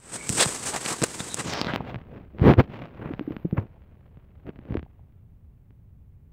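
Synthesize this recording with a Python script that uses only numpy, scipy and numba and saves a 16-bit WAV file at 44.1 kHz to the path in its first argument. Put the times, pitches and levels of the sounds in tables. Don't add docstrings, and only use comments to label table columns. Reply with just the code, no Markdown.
import sys
import numpy as np
from scipy import signal
from scipy.fft import rfft, irfft
from scipy.io import wavfile
from scipy.ndimage import uniform_filter1d
from numba import njit

SR = 44100
rng = np.random.default_rng(int(sys.argv[2]) if len(sys.argv) > 2 else 0)


def digitize_waveform(pressure):
    field = np.atleast_2d(pressure).T
    bounded = np.clip(field, -1, 1)
    quanta = np.round(bounded * 32767).astype(np.int16)
    wavfile.write(sys.argv[1], SR, quanta)


N = 278712
TIME = np.arange(N) / SR
CUTOFF_HZ = 15700

# frequency in Hz, relative level in dB.
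ROOM_TONE = [(240, -29), (400, 0.5), (481, -8), (860, -12.5), (1220, -17.5), (1510, -21), (2360, -22.5),
             (4920, -35), (11600, -32), (15500, -23.5)]
RUMBLE_TONE = [(20, -12.5), (45, -7), (75, -3.5), (110, -7.5), (170, -15.5), (250, -25.5), (400, -37.5),
               (800, -61), (2000, -110)]
DRAG_TONE = [(20, -31.5), (45, -8), (80, 1), (170, 2), (300, -1), (450, -5.5), (700, -14), (1500, -64)]
HISS_TONE = [(1000, -39), (2200, -8), (3400, -4), (5000, -2), (8000, -3), (16000, -0.5)]
OPEN_RASP_TONE = [(150, -20), (350, 2), (600, -3), (1000, -2), (1800, -5), (2800, -9.5), (4000, -15),
                  (6000, -22), (16000, -45)]
COVERED_RASP_TONE = [(150, -11.5), (350, -6.5), (550, 5), (750, 2.5), (1100, -1.5), (1800, -8.5),
                     (2800, -15.5), (5000, -36), (16000, -39.5)]
BOOM_TONE = [(20, -20.5), (42, -24.5), (64, 10.5), (85, 2.5), (130, 6), (230, 0.5), (350, 1.5), (500, -4),
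             (700, -23), (1500, -64)]
SCRAPE_TONE = [(250, -20), (500, -8), (750, 4), (1500, -7.5), (2800, -16.5), (5000, -15), (16000, -26)]
# time in seconds, air resonance in Hz, damping as 1/Q.
PORT_CLOSING = [(0, 8210, 0.07), (1.0, 8180, 0.28), (1.42, 8200, 0.21), (1.48, 7160, 0.44),
                (1.53, 5300, 0.59), (1.61, 4840, 0.32), (1.70, 3620, 0.49), (1.80, 2784, 0.73),
                (6.3, 2844, 0.92)]
# centre in Hz, width in Hz, boost in dB.
DEVICE_BANDS = [(122, 61, 3), (220, 8.3, 1), (360, 84, -1), (437, 44, 1), (750, 12, 0), (1620, 55, 1.5),
                (1999, 52, 1.5), (5800, 3900, -0.5), (14910, 1000, 12)]
# start and end in seconds, centre and width in Hz, level in dB.
WHINE = [(3.13, 3.68, 13700, 504, -82), (3.13, 3.68, 13370, 302, -83.5)]
SQUEAKS = [(0.154, 0.302, 2230, 260, -45), (.385, .45, 3640, 2200, -22.5), (.715, 0.782, 750, 464, -34),
           (.859, .8635, 2350, 2900, -22.5), (.91, 0.952, 1130, 300, -35.5),
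           (1.194, 1.216, 3700, 400, -35.5), (1.291, 1.35, 3870, 450, -41.5),
           (1.535, 1.539, 2430, 3350, -28), (1.52, 1.64, 5100, 1380, -42), (1.674, 1.717, 1320, 710, -31.5),
           (3.565, 3.62, 750, 660, -52), (3.72, 3.79, 690, 399, -62.5)]
# start in seconds, level in dB, pitch in Hz,
# seconds to fade by 60 dB.
POPS = [(0.3, -14.5, 148.8, .018), (0.334, -23.5, 178.9, 0.011), (0.461, -19, 136, .04),
        (1.022, -22, 329.4, 0.055), (1.037, -11.5, 548, 0.013), (1.737, -26, 129, .04),
        (1.803, -24.5, 174, 0.036), (1.806, -20, 800, .005), (1.958, -22.5, 122, 0.058),
        (2.416, -5.5, 99.5, 0.021), (3.107, -20.5, 309, 0.049), (3.209, -20, 301, .049),
        (3.276, -18, 296, 0.047), (3.306, -22, 303, .042), (3.447, -15, 175, 0.075),
        (3.451, -15, 317, 0.024), (3.527, -10, 174, 0.026), (3.527, -23, 317, 0.072),
        (3.58, -15.5, 102.8, 0.09), (4.706, -16.5, 144, 0.016), (4.722, -17, 81, 0.034),
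        (4.752, -12.5, 330, 0.018), (4.771, -20, 78.6, 0.099), (4.862, -45.5, 768, 0.012),
        (4.993, -49.5, 750, 0.008)]
# start in seconds, tick level in dB, thud level in dB.
TICKS = [(.2927, -4.5, -29.5), (.2992, -9.5, -43), (.458, -10, -32), (.7625, -11, -32), (.8607, -17, -24.5),
         (1.0188, -8, -19), (1.025, -9, -18), (1.0342, -8.5, -22), (1.0385, -4, -28.5), (1.2043, -11, -22),
         (1.344, -6, -35.5), (1.5358, -12, -28), (1.6146, -3, -22), (1.6462, -11.5, -24),
         (1.6692, -10.5, -24.5), (1.7365, -9, -17), (1.744, -15, -39.5), (1.7526, -14.5, -34),
         (1.7604, -5.5, -30), (1.9445, -17.5, -28.5), (1.9584, -19.5, -27.5), (2.0153, -34, -35),
         (2.3854, -25, -37), (2.3958, -21.5, -23), (2.5372, -8, -24), (2.8205, -23, -32.5),
         (3.1367, -20.5, -22.5), (3.1945, -16, -21), (3.3215, -29, -44), (3.366, -20.5, -23.5),
         (3.511, -31.5, -43.5), (3.5815, -34.5, -16), (3.82, -43, -56.5), (4.172, -42.5, -35),
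         (4.468, -33, -35.5), (4.4927, -28.5, -24.5), (4.5593, -36.5, -40.5), (4.5901, -34, -32),
         (4.6536, -36.5, -37), (4.723, -27.5, -27), (4.7431, -21.5, -34), (4.7704, -17.5, -26.5),
         (4.794, -25.5, -32), (4.8291, -31, -27), (5.124, -53, -55), (5.707, -45.5, -49)]
# time in seconds, rasp level in dB.
LIGHT_CONTACT = [(0, -64.5), (.06, -53.5), (.13, -47.5), (.26, -47), (.5, -43), (.99, -44), (1.45, -49),
                 (1.56, -43), (1.75, -47.5), (1.93, -47.5), (2.03, -61), (2.33, -66), (2.92, -56.5),
                 (3.25, -55.5), (3.42, -60), (3.82, -69.5), (4.85, -71.5), (5.4, -82.5)]
# peak time and length in seconds, rasp, drag and extra hiss in dB.
STROKES = [(0.149, 0.046, -38.5, -40, 3.5), (0.367, 0.19, -43.5, -36.5, 10.5),
           (0.413, 0.073, -21.5, -47, -2), (0.505, 0.26, -40.5, -53, 2), (0.676, 0.078, -34, -42, 1.5),
           (0.754, 0.053, -31, -42, -8), (0.888, 0.12, -32.5, -50, -2.5), (0.92, 0.028, -31, -31.5, -4),
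           (1.04, 0.014, -24.5, -32.5, -5), (1.228, 0.37, -44.5, -45.5, 0), (1.397, 0.042, -29.5, -34, -7),
           (1.471, 0.058, -37, -30.5, -8.5), (1.517, 0.056, -33.5, -38, -1.5),
           (1.577, 0.13, -32, -54, -10.5), (1.704, 0.14, -34.5, -36.5, -1), (1.888, 0.053, -40.5, -46.5, 5),
           (2.155, 0.18, -53.5, -42, -2), (2.353, .045, -65.5, -43.5, -1.5), (2.636, 0.029, -48, -36, 7.5),
           (2.694, 0.083, -63, -40.5, -2), (2.744, 0.1, -45.5, -41, 4), (2.817, 0.11, -45.5, -38.5, 0.5),
           (3.052, 0.15, -43, -34, -15), (3.316, 0.063, -53.5, -36.5, -3),
           (3.582, 0.022, -31, -29.5, -39.5), (3.592, 0.11, -48.5, -34, -17),
           (4.479, 0.051, -50.5, -36, -11.5), (4.601, 0.34, -65.5, -55, -3), (4.724, 0.13, -51, -38, -3.5)]
# peak time, rise and fall in seconds, boom and scrape in dB.
SHOVES = [(2.489, 0.077, 0.055, -8.5, -20), (2.594, 0.022, .023, -7.5, -19)]


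def from_db(db):
    return 10 ** (np.asarray(db) / 20)


def automation(rows):
    times, *columns = np.transpose(rows)
    return [np.interp(TIME, times, column) for column in columns]


def add(out, start_s, sound):
    i = int(start_s * SR)
    out[i:i + len(sound)] += sound[:N - i]


def swell(peak_s, rise_s, fall_s, shape):
    away = np.maximum((peak_s - TIME) / rise_s, (TIME - peak_s) / fall_s)
    return from_db(-20 * np.minimum(away, 10) ** shape)


def colour(x, tone):
    hz, db = np.transpose(tone)
    bins = np.maximum(np.fft.rfftfreq(N, 1 / SR), 1)
    shaped = irfft(rfft(x) * from_db(np.interp(np.log(bins), np.log(hz), db)), N)
    return shaped / np.std(shaped)


def levelled(x, band_hz, window):
    inside = signal.sosfiltfilt(signal.butter(4, band_hz, "band", fs=SR, output="sos"), x)
    return x / np.sqrt(np.abs(uniform_filter1d(inside ** 2, window)) + 1e-12)


def resonate(x, hz, width_hz):
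    r = np.exp(-np.pi * width_hz / SR)
    feedback = [1, -2 * r * np.cos(2 * np.pi * hz / SR), r * r]
    return signal.lfilter(np.array([1, 0, -1]) * (1 - r * r) / 2, feedback, x)


@njit
def resonant_lowpass(x, hz, damping):
    warp = np.tan(np.pi * hz / SR)
    low, band_state, low_state = np.zeros(len(x)), 0., 0.
    for i in range(len(x)):
        band = (band_state + warp[i] * (x[i] - low_state)) / (1 + warp[i] * (warp[i] + damping[i]))
        low[i] = low_state + warp[i] * band
        band_state, low_state = 2 * band - band_state, 2 * low[i] - low_state
    return low


def friction(slips_per_s, spread_db, rush):
    sizes = from_db(spread_db * np.minimum(rng.exponential(1, N), 4)) * rng.choice([-1, 1], N)
    slips = sizes * (rng.random(N) < slips_per_s / SR)
    return slips / np.std(slips) + rush * rng.standard_normal(N)


def coverage(port_hz):
    return np.clip((np.max(port_hz) - port_hz) / np.ptp(port_hz), 0, 1)


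def through_port(x, port_hz, damping, leak_db=-48):
    rung = resonant_lowpass(x, port_hz, damping)
    duct_hz = np.minimum(port_hz * 1.2, CUTOFF_HZ)
    dulled = resonant_lowpass(rung, duct_hz, np.full(len(x), np.sqrt(2)))
    return dulled + from_db(leak_db) * np.diff(x, prepend=0)


def through_device(x):
    return x + sum((from_db(db) - 1) * resonate(x, hz, width) for hz, width, db in DEVICE_BANDS)


def room_bed(level_db=-75):
    return from_db(level_db) * colour(rng.standard_normal(N), ROOM_TONE)


def hand_rumble(covered, open_db=-58.5, sealing_db=8):
    return from_db(open_db + sealing_db * covered) * colour(rng.standard_normal(N), RUMBLE_TONE)


def whine_or_squeaks(rows):
    out = np.zeros(N)
    for start, end, hz, width, level_db in rows:
        fade = signal.windows.tukey(int((end - start) * SR), 0.5)
        noise = rng.standard_normal(N)[:len(fade)]
        burst = resonate(resonate(noise, hz, width), hz, width)
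        add(out, start, from_db(level_db) * fade * burst / np.std(burst))
    return out


def creak_ticks(rasp_gain, count=52, span_s=(1.6, 4.85), over_rasp_db=19.5, ceiling_db=-27):
    starts = rng.uniform(*span_s, count)
    rasp_db = 20 * np.log10(np.interp(starts, TIME, rasp_gain))
    scatter_db = 3 * np.abs(rng.standard_normal(count))
    tick_db = np.minimum(rasp_db + over_rasp_db, ceiling_db) - scatter_db
    return list(zip(starts, tick_db, tick_db - 10))


def fingertip_pops(attack_s=0.0015, sag=0.029, sag_s=0.002):
    out, t = np.zeros(N), TIME[:SR // 8]
    for start, level_db, hz, t60 in POPS:
        envelope = (1 - np.exp(-(t / attack_s) ** 2)) * from_db(-60 * t / t60)
        pitch_hz = hz * (1 + sag * (np.exp(-t / sag_s) - 0.5))
        phase = 2 * np.pi * np.cumsum(pitch_hz) / SR
        add(out, start, -from_db(level_db) * envelope / np.max(envelope) * np.sin(phase))
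    return out


def skin_ticks(rows, port_hz, damping, crumble_s=0.00074, thud_hz=175, push_db=35):
    out, t, covered = np.zeros(N), TIME[:SR // 16], coverage(port_hz)
    impulse = 1.0 * (t == 0)
    knock = signal.lfilter(*signal.butter(2, 500, fs=SR), impulse)
    for start, tick_db, thud_db in rows:
        i = int(start * SR)
        crumble = (1 - covered[i]) * 0.26 + covered[i] * 0.04
        snap = impulse + crumble * (t > 0) * rng.standard_normal(len(t)) * np.exp(-t / crumble_s)
        flick = signal.lfilter(*signal.butter(1, 2200, "high", fs=SR), snap)
        push = signal.lfilter(*signal.butter(1, [thud_hz, 800], "band", fs=SR), snap)
        pressure = flick + from_db(push_db + thud_db - tick_db) * push
        tick = through_port(pressure, np.full(len(t), port_hz[i]), np.full(len(t), damping[i]),
                            leak_db=-37.5)
        thud = resonate(knock, thud_hz * np.exp(0.33 * rng.standard_normal()), width_hz=130)
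        add(out, start, -from_db(tick_db) * tick / np.max(np.abs(tick)))
        add(out, start, -from_db(thud_db) * thud / np.max(np.abs(thud)))
    return out


def stroke_gains(covered):
    contact = from_db(automation(LIGHT_CONTACT)[0])
    drag_power = (contact * from_db(-2 + 10 * covered)) ** 2
    rasp_power = hiss_power = contact ** 2
    for peak_s, length_s, rasp_db, drag_db, extra_db in STROKES:
        stroke = swell(peak_s, length_s * 0.65, length_s * 0.74, shape=1.92)
        drag_power = drag_power + (stroke * from_db(drag_db)) ** 2
        rasp_power = rasp_power + (stroke * from_db(rasp_db)) ** 2
        hiss_power = hiss_power + (stroke * from_db(rasp_db + extra_db)) ** 2
    hiss_trim_db = 4.5 - 26 * covered ** 2
    return np.sqrt(drag_power), np.sqrt(rasp_power), np.sqrt(hiss_power) * from_db(hiss_trim_db)


def skin_rub(drag_gain, rasp_gain, hiss_gain, port_hz, damping):
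    covered = coverage(port_hz)
    fine = friction(6000, spread_db=2.8, rush=0.8)
    coarse = friction(900, spread_db=3.4, rush=0.75)
    silky = friction(7000, spread_db=0.93, rush=0.93)
    skin = (1 - covered) * colour(fine, OPEN_RASP_TONE) + covered * colour(coarse, COVERED_RASP_TONE)
    grit = colour((1 - covered) * silky + covered * coarse, HISS_TONE)
    waver = colour(rng.standard_normal(N), [(5, -6), (35, 0), (90, -15), (300, -60)])
    surge_db = (1.83 + 0.51 * covered) * waver
    sealed = colour(friction(400, spread_db=3, rush=0.68), DRAG_TONE)
    vented = signal.sosfilt(signal.butter(1, 150, "high", fs=SR, output="sos"), sealed)
    drag = levelled((1 - covered) * vented + covered * sealed, (60, 400), window=2200)
    rasp = levelled(through_port(skin, port_hz, damping), (500, 2800), window=1300)
    hiss = levelled(through_port(grit, port_hz, damping), (3000, 12000), window=1300)
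    return drag_gain * drag + from_db(surge_db) * (rasp_gain * rasp + hiss_gain * hiss)


def case_shoves(port_hz, damping, scrape_lag_s=0.0063):
    judder = friction(450, spread_db=2.7, rush=0.279)
    grit = colour(judder + friction(3000, spread_db=0.77, rush=0.6), SCRAPE_TONE)
    boom = levelled(colour(judder, BOOM_TONE), (40, 600), window=700)
    scrape = levelled(through_port(grit, port_hz, damping), (700, 5000), window=450)
    out = np.zeros(N)
    for peak_s, rise_s, fall_s, boom_db, scrape_db in SHOVES:
        boom_swell = swell(peak_s, rise_s, fall_s, shape=1.96)
        scrape_swell = swell(peak_s + scrape_lag_s, rise_s, fall_s - scrape_lag_s, shape=1.59)
        out += from_db(boom_db) * boom_swell * boom + from_db(scrape_db) * scrape_swell * scrape
    return out


def scene(bass_cut_hz=48, handling_db=-2):
    port_hz, damping = automation(PORT_CLOSING)
    covered = coverage(port_hz)
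    drag_gain, rasp_gain, hiss_gain = stroke_gains(covered)
    touches = skin_ticks(TICKS + creak_ticks(rasp_gain), port_hz, damping) + fingertip_pops()
    touches = signal.sosfilt(signal.butter(2, bass_cut_hz, "high", fs=SR, output="sos"), touches)
    rub = skin_rub(drag_gain, rasp_gain, hiss_gain, port_hz, damping) + whine_or_squeaks(SQUEAKS)
    handling = through_device(touches + rub + case_shoves(port_hz, damping))
    background = hand_rumble(covered) + room_bed() + whine_or_squeaks(WHINE)
    return (background + from_db(handling_db) * handling)[None]


def record(dry):
    rounded = dry / (1 + (dry / 0.95) ** 6) ** (1 / 6)
    return signal.sosfilt(signal.ellip(10, 0.2, 80, CUTOFF_HZ, fs=SR, output="sos"), rounded)


dry = scene()
out = record(dry)
digitize_waveform(out)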